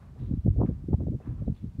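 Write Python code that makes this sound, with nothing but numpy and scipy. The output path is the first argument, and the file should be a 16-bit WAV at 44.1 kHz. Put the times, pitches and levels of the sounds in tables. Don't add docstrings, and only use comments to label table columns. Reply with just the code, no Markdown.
import sys
import numpy as np
from scipy import signal
from scipy.fft import rfft, irfft, next_fast_len
from scipy.io import wavfile
from scipy.ndimage import uniform_filter1d, map_coordinates

SR = 44100
rng = np.random.default_rng(int(sys.argv[2]) if len(sys.argv) > 2 else 0)


def wav_record(signal):
    frames = np.transpose(np.atleast_2d(signal))
    bounded = np.clip(frames, -1, 1)
    quanta = np.round(bounded * 32767).astype(np.int16)
    wavfile.write(sys.argv[1], SR, quanta)


N = 79380
TIME_S = np.arange(N) / SR


def amp(db):
    return 10 ** (np.asarray(db) / 20)


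def unit(x):
    return x / np.sqrt(np.mean(x ** 2) + 1e-20)


def along(points, hz):
    freqs, values = np.transpose(points)
    return np.interp(np.log(hz + 1), np.log(freqs + 1), values)


def filtered(x, response):
    size = next_fast_len(len(x) + SR // 2)
    return irfft(rfft(x, size) * response(np.fft.rfftfreq(size, 1 / SR)), size)[:len(x)]


def noise(spectrum, size=N):
    return unit(filtered(rng.standard_normal(size), lambda hz: amp(along(spectrum, hz))))


def eddies(spectrum, evenness, size=N):
    pressure = noise(spectrum, size)
    power = np.abs(signal.hilbert(pressure)) ** 2
    for _ in range(3):
        power = np.abs(uniform_filter1d(power, SR // 80))
    return unit(pressure / (power + 1e-3) ** (evenness / 2))


def carried(pressure, speed):
    return map_coordinates(pressure, [np.cumsum(speed)], mode="mirror")


# time_s, rumble_db, flutter_db
GUSTS = [(0.0, -48.5, -87), (0.134, -42.5, -63.5), (0.167, -46, -64), (0.227, -28.5, -45),
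         (0.268, -32.5, -51), (0.308, -30.5, -41.5), (0.344, -25.5, -42), (0.355, -31.5, -58),
         (0.432, -47.5, -69), (0.448, -24, -44.5), (0.473, -22, -30.5), (0.495, -26.5, -48),
         (0.548, -31, -53), (0.592, -18, -35), (0.649, -28, -33), (0.672, -37.5, -55.5),
         (0.693, -25.5, -34), (0.745, -33, -55), (0.805, -38, -65), (.843, -36.5, -56.5), (0.876, -36, -60),
         (0.89, -31.5, -42), (0.936, -24.5, -39), (0.972, -36.5, -58), (1.012, -25, -36.5),
         (1.057, -31.5, -49), (1.08, -29, -36.5), (1.106, -23.5, -49), (1.125, -35, -39),
         (1.151, -24, -38.5), (1.18, -40, -66.5), (1.23, -51.5, -56.5), (1.3, -26, -44.5),
         (1.351, -34.5, -57.5), (1.396, -34, -56), (1.422, -26, -38.5), (1.451, -40, -55.5),
         (1.48, -24.5, -36.5), (1.52, -32.5, -51), (1.58, -52.5, -73), (1.64, -33, -46), (1.684, -33, -62),
         (1.72, -48, -72), (1.781, -47.5, -57), (1.79, -24, -44.5)]
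# freq_hz, level_db
RUMBLE_SPECTRUM = [(20, -48), (31, -28), (44, -3), (70, 0), (130, -0.5), (175, -8.5), (240, -12.5),
                   (330, -24), (500, -43.5), (1000, -93.5)]
# freq_hz, level_db
FLUTTER_SPECTRUM = [(60, -36), (160, -13), (260, 2.5), (370, -0.5), (520, -12), (680, -20.5), (850, -31),
                    (1100, -53), (8000, -110)]


def buffeting(rumble_trim_db=-2.5, flutter_trim_db=-2, reference_db=-39, db_per_doubling=42):
    time_s, *levels = np.transpose(GUSTS)
    rumble_db, flutter_db = [uniform_filter1d(np.interp(TIME_S, time_s, db), SR // 200) for db in levels]
    speed = np.clip(2 ** ((flutter_db - reference_db) / db_per_doubling), 0.75, 1.2)
    rumble_speed = speed ** 0.4
    rumble = carried(eddies(RUMBLE_SPECTRUM, evenness=0.9, size=2 * N), rumble_speed)
    flutter = carried(eddies(FLUTTER_SPECTRUM, evenness=0.87, size=2 * N), speed)
    return amp(rumble_db + rumble_trim_db) * rumble + amp(flutter_db + flutter_trim_db) * flutter


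# freq_hz, level_db
AIR_SPECTRUM = [(30, 5.5), (120, 16.5), (400, 7), (1150, -3), (1600, -7.5), (4200, -14), (9300, -19.5),
                (15500, -26)]


def air(level_db=-63):
    return amp(level_db) * noise(AIR_SPECTRUM)


def rise_and_decay(start_s, level_db, rise_s, t60_s):
    age_s = np.maximum(TIME_S - start_s, 0)
    return amp(level_db - 60 * age_s / t60_s) * (1 - np.exp(-age_s / rise_s))


def shoe_contacts(rows, spectrum, grit_db):
    out = np.zeros(N)
    for row in rows:
        grit = amp(grit_db * unit(uniform_filter1d(rng.standard_normal(N), size=130)))
        out += rise_and_decay(*row) * unit(grit * noise(spectrum))
    return out


# start_s, level_db, rise_s, t60_s
FOOTFALLS = [(0.0, -60.5, 0.0066, 0.51), (.16, -57, .03, 0.37), (.655, -55, 0.0056, 0.21),
             (1.203, -60, 0.013, 0.31), (1.245, -54.5, 0.0096, 0.31), (1.375, -62.5, .01, 0.23)]
# freq_hz, level_db
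FOOTFALL_SPECTRUM = [(80, -20), (650, -3), (880, -3), (1150, -1.5), (1800, -10.5), (4000, -30.5),
                     (9000, -45.5)]
# start_s, level_db, rise_s, t60_s
HEEL_KNOCKS = [(.159, -56, 0.0013, 0.089), (1.202, -44, 0.00089, 0.076)]
# freq_hz, level_db
HEEL_SPECTRUM = [(100, -15), (370, 2), (800, -4), (1100, -28), (9000, -62)]
# start_s, level_db, rise_s, t60_s
SOLE_SCUFFS = [(.18, -63, 0.04, 0.42), (1.545, -63.5, 0.02, .3)]
# freq_hz, level_db
SCUFF_SPECTRUM = [(500, -6), (2000, -2.5), (3800, -1), (5200, -17), (15000, -24.5)]


def footsteps():
    footfalls = shoe_contacts(FOOTFALLS, FOOTFALL_SPECTRUM, grit_db=2)
    scuffs = shoe_contacts(SOLE_SCUFFS, SCUFF_SPECTRUM, grit_db=4)
    knocks = shoe_contacts(HEEL_KNOCKS, HEEL_SPECTRUM, grit_db=-1)
    return footfalls + scuffs + knocks


# freq_hz, t60_s
TUNNEL_DECAY = [(200, 1.3), (1150, 1.2), (1600, 0.74), (4000, 1.1), (10000, 0.95)]


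def tunnel_echo(source, level_db=-5.5):
    hz, age_s, bands = signal.stft(rng.standard_normal(SR), SR, nperseg=256)
    decay = amp(-60 * age_s / along(TUNNEL_DECAY, hz)[:, None])
    _, tail = signal.istft(bands * decay, SR, nperseg=256)
    return amp(level_db) * signal.fftconvolve(source, tail / np.linalg.norm(tail))[:N]


def puff(centre_s, strength_db, pitch_hz, half_length_cycles=0.57):
    cycles = (TIME_S - centre_s) * pitch_hz
    return -amp(strength_db) * np.sin(2 * np.pi * cycles) * np.exp(-(cycles / half_length_cycles) ** 2)


# centre_s, strength_db, pitch_hz
EDDY_HITS = [(0.314, -16.5, 176), (.339, -19, 213.5), (0.376, -25.5, 188.6), (0.393, -22, 72.7),
             (0.4613, -13, 159), (0.4649, -25.5, 386), (.4778, -22, 398), (0.4811, -14.5, 190),
             (0.488, -14.5, 95), (0.509, -11.5, 78), (0.564, -35.5, 420), (.581, -19.5, 70),
             (0.5921, -17, 190), (.6045, -28, 440), (0.6147, -13.5, 276), (0.6173, -21.5, 689),
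             (.6345, -25.5, 580), (.638, -13.5, 215), (0.6482, -22, 290), (0.6548, -16.5, 165),
             (.691, -14.5, 190), (.712, -29, 280), (0.727, -26, 76), (.842, -31.5, 222), (0.8879, -23, 284),
             (0.9139, -24, 173), (0.9323, -16.5, 274), (.9415, -26.5, 572), (0.9468, -11.5, 99),
             (.985, -24.5, 166), (1.007, -30, 418), (1.070, -30, 472), (1.075, -18.5, 181),
             (1.085, -23.5, 329), (1.121, -24, 249), (1.277, -26, 231), (1.4805, -27.5, 447),
             (1.484, -18, 202), (1.501, -19, 160), (1.524, -25.5, 150), (1.645, -27, 197),
             (1.754, -32.5, 147)]
# centre_s, strength_db
GUST_TICKS = [(.481, -55.5), (.505, -58), (.663, -52)]


def thumps(tick_hz=1900):
    hits = sum(puff(*hit) for hit in EDDY_HITS)
    ticks = sum(puff(*tick, tick_hz) for tick in GUST_TICKS)
    return hits + ticks


# centre_s, level_db, half_length_s
RIM_TEARS = [(0.624, -42, 0.022), (0.935, -43.5, .006), (1.011, -55.5, 0.012)]
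# freq_hz, level_db
TEAR_SPECTRUM = [(250, -25.5), (550, 0), (900, -3.5), (1220, -11.5), (1450, -29), (8000, -80.5)]


def tearing():
    bursts = sum(amp(level_db) * np.exp(-((TIME_S - centre_s) / half_length_s) ** 2)
                 for centre_s, level_db, half_length_s in RIM_TEARS)
    return bursts * eddies(TEAR_SPECTRUM, evenness=0.42)


# start_s, level_db, pitch_hz
DRIP_PINGS = [(1.224, -64, 2620), (1.457, -67, 3890), (1.546, -66.5, 4420), (1.571, -64, 3450)]


def pings(rise_s=0.002, t60_s=0.049):
    out = np.zeros(N)
    for start_s, level_db, pitch_hz in DRIP_PINGS:
        ring = np.sin(2 * np.pi * pitch_hz * (TIME_S - start_s))
        out += rise_and_decay(start_s, level_db, rise_s, t60_s) * ring
    return out


def scene():
    in_tunnel = footsteps() + pings()
    on_microphone = buffeting() + thumps() + tearing()
    return (on_microphone + in_tunnel + tunnel_echo(in_tunnel) + air())[None]


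def record(dry, low_cut_hz=33.7, top_hz=15750):
    return filtered(dry[0], lambda hz: (hz < top_hz) * (1 - 1 / (1 + (hz / low_cut_hz) ** 8)))[None]


dry = scene()
out = record(dry)
wav_record(out)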